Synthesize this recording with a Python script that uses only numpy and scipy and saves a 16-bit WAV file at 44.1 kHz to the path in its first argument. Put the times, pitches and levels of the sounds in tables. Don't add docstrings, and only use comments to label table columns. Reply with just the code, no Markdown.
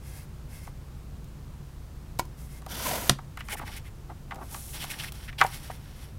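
import sys
import numpy as np
from scipy import signal
from scipy.fft import rfft, irfft, next_fast_len
from scipy.io import wavfile
from scipy.ndimage import uniform_filter1d

SR = 44100
rng = np.random.default_rng(int(sys.argv[2]) if len(sys.argv) > 2 else 0)


def dump(signal):
    limited = np.clip(np.atleast_2d(signal).T, -1, 1)
    pcm = np.round(limited * 32767).astype(np.int16)
    wavfile.write(sys.argv[1], SR, pcm)


N = 272670
TIME = np.arange(N) / SR
RING = TIME[:16384]


def undb(db):
    return 10 ** (np.asarray(db) / 20)


def unit(x):
    return x / np.sqrt(np.mean(x ** 2))


def crest(x):
    return x / np.sqrt(2 * uniform_filter1d(x ** 2, size=44).max())


def add(out, start_s, x):
    i = int(start_s * SR)
    out[i:i + len(x)] += x[:N - i]


def colour(x, points):
    hz, db = np.transpose(points)
    n = 2 * next_fast_len(len(x) // 2 + 1)
    bins_hz = np.arange(n // 2 + 1) * SR / n
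    gain = undb(np.interp(np.log(bins_hz + 1), np.log(hz), db))
    cepstrum = irfft(np.log(gain))
    cepstrum[1:n // 2] *= 2
    cepstrum[n // 2 + 1:] = 0
    response = np.exp(rfft(cepstrum))
    return irfft(rfft(x, n) * response)[:len(x)]


def band(x, hz, width_hz):
    return signal.lfilter(*signal.iirpeak(hz, hz / width_hz, fs=SR), x)


def resonate(x, body):
    return unit(sum((-1) ** k * undb(db) * band(x, hz, width_hz)
                    for k, (hz, width_hz, db) in enumerate(body)))


def fade(t60_s):
    return np.exp(-np.log(1000) * RING / t60_s)


def ring(modes, travel_s):
    out = 0
    for hz, db, t60_s in modes:
        t = np.maximum(RING - travel_s * np.sqrt(1000 / hz), 0)
        out = out + undb(db) * np.sin(2 * np.pi * hz * t) * np.exp(-np.log(1000) * t / t60_s)
    return crest(out)


# f/Hz, level/dB
CONTACT_SPECTRUM = [(200, 2.5), (700, -1.5), (2000, -1), (5000, -3), (9000, -7), (13000, -9), (16000, -20)]


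def burst(t60_s):
    return unit(colour(rng.standard_normal(len(RING)), CONTACT_SPECTRUM)) * fade(t60_s)


def walk(rate_hz):
    k = int(SR / rate_hz)
    steps = np.repeat(rng.standard_normal(N // k + 1), k)[:N]
    return unit(uniform_filter1d(steps, k))


def grains(per_s, spread_db, patchy_db):
    hits = (rng.random(N) < per_s / SR) * rng.choice([-1, 1], N)
    slips = hits * undb(spread_db * rng.standard_normal(N))
    return unit(slips * undb(patchy_db * walk(110)))


def swell(start_s, length_s, attack, release):
    at = (TIME - start_s) / length_s
    ramp = np.minimum(at / attack, (1 - at) / release).clip(0, 1)
    return np.sin(np.pi / 2 * ramp)


# f/Hz, level/dB
AIR_SPECTRUM = [(12, -39), (20, -3.5), (65, -5.5), (86, -5), (150, -6.5), (182, -14.5), (277, -19),
                (347, -23), (377, -24), (513, -26), (642, -29), (1090, -30), (1960, -37.5), (14700, -46.5),
                (16000, -49)]
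# f/Hz, level/dB
HUM_TONES = [(29.8, -54.5), (59.7, -47), (89.5, -55.5), (140.7, -54), (208, -64), (354, -70.5)]
AIR_DB = -44


def room():
    air = undb(AIR_DB) * unit(colour(rng.standard_normal(N), AIR_SPECTRUM))
    hum = np.zeros(N)
    for hz, db in HUM_TONES:
        level = undb(db + 0.79 * walk(4.5))
        phase = 2 * np.pi * hz * TIME + 0.53 * walk(3.045)
        hum += level * unit(np.sin(phase))
    return air + hum


# f/Hz, level/dB
FACE_SPECTRUM = [(2000, -19), (4000, -7), (4900, -7.5), (5500, -2.5), (6200, -3), (7200, -2.5), (10000, 2),
                 (12500, -0.5), (16000, -7.5)]
# f/Hz, width/Hz, level/dB
PINNED_SHEET = [(1610, 170, -6), (2110, 105, -1), (2640, 170, -8), (3260, 220, -10.5), (5200, 1000, -9.5)]
# f/Hz, width/Hz, level/dB
LOOSE_SHEET = [(1470, 320, -3.5), (1870, 180, -1), (2126, 180, -0.5), (2614, 230, -2), (3000, 176, -0.5),
               (3400, 450, -1.5), (4320, 1460, -5.5), (5700, 460, -3)]
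# f/Hz, width/Hz, level/dB
BED_DRUM = [(246, 115, -3.5), (550, 200, -7.5), (826, 166, 0.5), (992, 155, -2.5), (1144, 160, -3)]
# t/s, length/s, face hiss level/dB, edge rasp level/dB
PUSHES = [(.005, 0.26, -55.5, -58), (0.478, 0.23, -55, -57.5), (2.365, 0.13, -56, -65),
          (2.483, .13, -56, -59), (3.64, 0.17, -53.5, -49.5), (4.39, 0.19, -56.5, -63),
          (4.495, .3, -45, -58), (4.724, 0.22, -48, -47.5), (4.889, .1, -50, -49),
          (4.969, 0.14, -46, -44.5), (5.104, .2, -54.5, -54.5), (5.45, 0.14, -51.5, -51),
          (5.519, 0.26, -53.5, -53), (5.723, 0.43, -63.5, -59.5), (5.954, 0.11, -65, -70)]
# t/s, length/s, level/dB, scrape centre f/Hz, hiss level/dB re scrape
CATCHES = [(3.387, 0.027, -49, 2000, -6), (3.436, 0.071, -62, 2400, 5), (3.491, 0.043, -39.5, 1900, -3.5),
           (3.519, .034, -37.5, 2200, -1.5), (3.565, 0.036, -45, 1680, -1.5), (3.6, .043, -50, 1400, -10),
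           (3.657, 0.042, -47.5, 2000, -16), (3.761, 0.029, -48, 2150, -1.5),
           (3.841, .055, -53.5, 2210, -6.5), (4.729, 0.045, -48.5, 3340, -7),
           (4.798, 0.06, -42.5, 3000, -3.5), (4.898, 0.028, -42.5, 2400, -1),
           (4.911, 0.045, -47.5, 1850, -20), (4.983, 0.033, -40.5, 3000, -11),
           (5.034, 0.018, -41, 1870, -10), (5.07, 0.025, -47.5, 2480, -16), (5.276, 0.033, -42, 1860, -19),
           (5.38, .034, -35.5, 3180, -10), (5.409, 0.073, -53, 2580, 4), (5.531, 0.028, -53, 3220, -1),
           (5.703, 0.019, -48.5, 1700, -13)]
FREED_S = 3.3
PUSH_ATTACK, PUSH_RELEASE = 0.28, 0.33
CATCH_ATTACK, CATCH_RELEASE = 0.31, 0.41
WOBBLE_DB, WOBBLE_HZ = 1.56, 35
DRAG_DB, CRACKLE_DB = -7.5, -7.5


def card():
    face = unit(colour(grains(per_s=12000, spread_db=3.5, patchy_db=0.5), FACE_SPECTRUM))
    pinned_slips = grains(per_s=9000, spread_db=1.5, patchy_db=0.5)
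    pinned = resonate(band(pinned_slips, 2600, 3800), PINNED_SHEET)
    rasp = grains(per_s=4500, spread_db=3.5, patchy_db=1.0)
    crackle = grains(per_s=130, spread_db=3, patchy_db=-0.5)
    loose = resonate(band(rasp + undb(CRACKLE_DB) * crackle, 1970, 7700), LOOSE_SHEET)
    drag = resonate(grains(per_s=1400, spread_db=1.0, patchy_db=1.2), BED_DRUM)
    edge = np.where(TIME < FREED_S, pinned, loose) + undb(DRAG_DB) * drag
    pressure = undb(WOBBLE_DB * walk(WOBBLE_HZ))
    out = np.zeros(N)
    for start_s, length_s, hiss_db, rasp_db in PUSHES:
        push = pressure * swell(start_s, length_s, PUSH_ATTACK, PUSH_RELEASE)
        out += push * (undb(hiss_db) * face + undb(rasp_db) * edge)
    for start_s, length_s, db, hz, hiss_db in CATCHES:
        span = slice(int(start_s * SR), int((start_s + length_s) * SR))
        scrape = unit(band(loose[span], hz, 0.5 * hz)) + undb(hiss_db) * face[span]
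        envelope = swell(start_s, length_s, CATCH_ATTACK, CATCH_RELEASE)[span]
        add(out, start_s, undb(db) * scrape * envelope)
    return out


# f/Hz, level/dB, t60/s
BED_MODES = [(706, -1, 0.027), (756, 0, 0.049), (953, -4.5, 0.063), (1006, -12, 0.065), (1161, 1.5, 0.03),
             (1228, -4, 0.034), (1376, -6.5, 0.025), (1587, -6, 0.042), (1817, -5, 0.029),
             (2016, -0.5, 0.027), (2290, -7.5, 0.043), (2570, -21, .03), (2970, -5, 0.033),
             (3400, -25, 0.022)]
# f/Hz, level/dB, t60/s
TABLE_MODES = [(136, 2, 0.14), (199.4, -4, 0.15), (261, -9, 0.12), (382, -19, 0.096)]
# t/s, level/dB, blow centre f/Hz, contact tick level/dB re knock
KNOCKS = [(.672, -33, 950, -11), (2.620, -42, 900, -2), (2.6634, -31.5, 700, -3.5), (3.187, -31, 1030, -15),
          (3.373, -31, 1500, -4), (3.406, -31.5, 1950, -8), (3.486, -31.5, 1510, -3),
          (3.595, -31, 1300, -16), (3.613, -32, 860, -21), (4.101, -35, 850, -28), (4.309, -30, 1390, -18),
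          (4.3188, -26.5, 1150, -26), (4.5445, -30, 1100, -1), (4.840, -30, 1000, 0),
          (5.328, -39.5, 2110, -13), (5.4056, -23, 1400, -5), (5.4128, -5.5, 1350, -13),
          (5.419, -14.5, 1270, -26), (5.433, -23, 730, -28), (5.4439, -14, 760, -38),
          (5.698, -26.5, 646, -24)]
KNOCK_THUMP_DB = -26


def taps():
    out = np.zeros(N)
    modes = ring(BED_MODES, travel_s=0.001634)
    thump = undb(KNOCK_THUMP_DB) * ring(TABLE_MODES, travel_s=0.0012)
    thin_plate = signal.butter(2, 520, "high", fs=SR)
    for start_s, db, hz, tick_db in KNOCKS:
        body = signal.lfilter(*thin_plate, modes + undb(-1.5) * burst(t60_s=0.051))
        for _ in range(2):
            body = band(body, hz, 1.07 * hz)
        tick = undb(tick_db) * crest(burst(t60_s=0.015))
        add(out, start_s, undb(db) * (crest(body) + thump + tick))
    return out


# t/s, peak level/dB
EDGE_CLICKS = [(1.243, -48), (2.1897, -26), (2.2, -30.5), (2.253, -46), (4.345, -41.5), (4.358, -42.5),
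               (5.121, -33), (5.439, -29), (5.465, -30)]


def clicks():
    out = np.zeros(N)
    for start_s, db in EDGE_CLICKS:
        click = band(rng.standard_normal(len(RING)), 3000, 16000) * fade(t60_s=0.021)
        add(out, start_s, undb(db) * crest(click))
    return out


# f/Hz, level/dB, t60/s
PRESS_MODES = [(351, -16, 0.14), (768, -6, 0.05), (950, -3, 0.042), (995, 1.5, 0.04), (1400, -6.5, 0.035),
               (1950, -13, .04), (2245, -8, 0.033), (2780, -15, .025)]
PRESS_S, PRESS_DB = 2.1942, -14.5


def press():
    clack = ring(PRESS_MODES, travel_s=0.00048) + undb(-7.0) * crest(burst(t60_s=0.019))
    buzz = undb(-20.5) * burst(t60_s=0.07)
    out = np.zeros(N)
    add(out, PRESS_S, undb(PRESS_DB) * (clack + buzz))
    return out


STOP_S, STOP_DB = 3.0953, -3.5
# f/Hz, level/dB
FIBRE_SPECTRUM = [(650, -35), (1100, -9), (1150, -6), (1420, -7), (1570, -9), (2150, -13), (2380, -9),
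                  (5050, -11), (5900, -8.5), (7390, -11), (12200, -7), (15500, -13.5), (16000, -14)]
# f/Hz, width/Hz, level/dB
HOLDER_BODY = [(1450, 150, -0.5), (3060, 240, -2), (3550, 260, -2.5), (4770, 580, -6), (5900, 380, -5)]
# f/Hz, width/Hz, level/dB
RAIL_BODY = [(257, 220, -3), (550, 110, 1.5), (630, 71, 1.5), (717, 96, 0), (970, 82, 1), (1390, 140, -5.5),
             (2040, 340, -3.5), (3800, 300, -18)]
# t/s, length/s, rms level/dB, f/Hz
JUDDER_EVENTS = [(2.794, .02, -44, 1030), (2.853, 0.026, -32.5, 1028), (2.875, 0.018, -37.5, 610),
                 (2.909, 0.013, -31.5, 728), (2.93, .017, -35.5, 610), (2.95, 0.018, -39, 665)]
CUT_START_S, CUT_PEAK_S, BITE_S = 2.675, 2.89, 0.039
TEAR_DB, ENTER_DB, LEAVE_DB = -34, -8, -9
GLIDE_DB = -7
RUMBLE_S, RUMBLE_DB, RUMBLE_FALL_DB_PER_S = 2.85, -36, 39
JUDDER_RASP_DB = -7.5


def blade():
    cutting = np.clip((TIME - CUT_START_S) / BITE_S, 0, 1) * (TIME < STOP_S)
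    speeding = np.clip((CUT_PEAK_S - TIME) / (CUT_PEAK_S - CUT_START_S), 0, 1)
    slowing = np.clip((TIME - CUT_PEAK_S) / (STOP_S - CUT_PEAK_S), 0, 1)
    tear = cutting * undb(TEAR_DB + ENTER_DB * speeding + LEAVE_DB * slowing ** 2)
    since_s = np.maximum(TIME - RUMBLE_S, 0)
    chatter = cutting * np.minimum(since_s / .012, 1) * undb(RUMBLE_DB - RUMBLE_FALL_DB_PER_S * since_s)
    rumble = np.hypot(undb(GLIDE_DB) * tear, chatter)
    slips = grains(per_s=7000, spread_db=1.0, patchy_db=1.4)
    slow = np.interp(TIME, [2.7, 2.86], [.5, .05]).clip(0, 1)
    holder = resonate(grains(per_s=7000, spread_db=2, patchy_db=1.2), HOLDER_BODY)
    fibres = np.sqrt(1 - slow) * unit(colour(slips, FIBRE_SPECTRUM)) + np.sqrt(slow) * holder
    rail_slips = grains(per_s=1500, spread_db=3.5, patchy_db=1.0)
    carriage = resonate(band(rail_slips, 700, 1240), RAIL_BODY)
    runners = unit(band(band(rng.standard_normal(N), 210, 160), 210, 160))
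    out = tear * (fibres + undb(-11) * runners) + rumble * carriage
    for start_s, length_s, db, hz in JUDDER_EVENTS:
        n = int(length_s * SR)
        phase = 2 * np.pi * np.cumsum(hz * (1 + 0.043 * walk(480)[:n])) / SR
        tone = np.sin(phase)
        rasp = unit(band(rng.standard_normal(n) * np.maximum(tone, 0), 2200, 3400))
        judder = (tone + undb(JUDDER_RASP_DB) * rasp) * signal.windows.tukey(n, .8)
        add(out, start_s, undb(db) * unit(judder))
    return out


# f/Hz, level/dB
STOP_MODES = [(380, -12), (716, -4), (1000, -9.5), (1440, -3.5), (1960, -4), (2490, -5), (3010, -5.5),
              (3830, -2), (4170, 1), (4660, 2), (5720, -0.5), (7430, -17), (8300, 0), (9200, -6),
              (11700, -12)]


def end_stop():
    modes = [(hz, db, .03 * np.sqrt(1000 / hz)) for hz, db in STOP_MODES]
    small_part = signal.butter(2, 480, "high", fs=SR)
    crack = signal.lfilter(*small_part, burst(t60_s=0.017))
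    snap = crest(ring(modes, travel_s=0.00062) + 0.76 * crest(crack))
    buzz = undb(-21.5) * signal.lfilter(*small_part, burst(t60_s=0.1))
    thump = undb(-12.5) * ring(TABLE_MODES, travel_s=.002)
    out = np.zeros(N)
    add(out, STOP_S, undb(STOP_DB) * (snap + buzz + thump))
    return out


# t/s, length/s, level/dB
BENDS = [(3.495, 0.039, -48), (3.522, 0.043, -40.5), (3.584, 0.072, -42), (3.665, 0.049, -46.5),
         (4.093, .035, -45), (4.301, .16, -46), (4.408, .032, -43), (4.496, 0.11, -51), (4.739, 0.034, -48),
         (4.819, .04, -46.5), (4.85, 0.23, -55), (5.377, 0.081, -45)]
BEND_ATTACK, BEND_RELEASE = 0.34, .35


def flexing():
    strain = sum(undb(db) * swell(start_s, length_s, BEND_ATTACK, BEND_RELEASE)
                 for start_s, length_s, db in BENDS)
    slips = grains(per_s=1400, spread_db=2.5, patchy_db=1.0)
    return strain * resonate(band(slips, 640, 1200), BED_DRUM)


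def scene():
    work = card() + taps() + clicks() + press() + blade() + end_stop() + flexing()
    echo = burst(t60_s=0.19) * np.clip(RING / 0.019, 0, 1)
    walls = signal.fftconvolve(work, echo / np.linalg.norm(echo))[:N]
    return np.tile(work + undb(-23) * walls + room(), (2, 1))


TOP_HZ = 15800


def record(dry):
    low_pass = signal.ellip(10, .2, 70, TOP_HZ, fs=SR, output="sos")
    return signal.sosfilt(low_pass, np.clip(dry, -1, 1))


dry = scene()
out = record(dry)
dump(out)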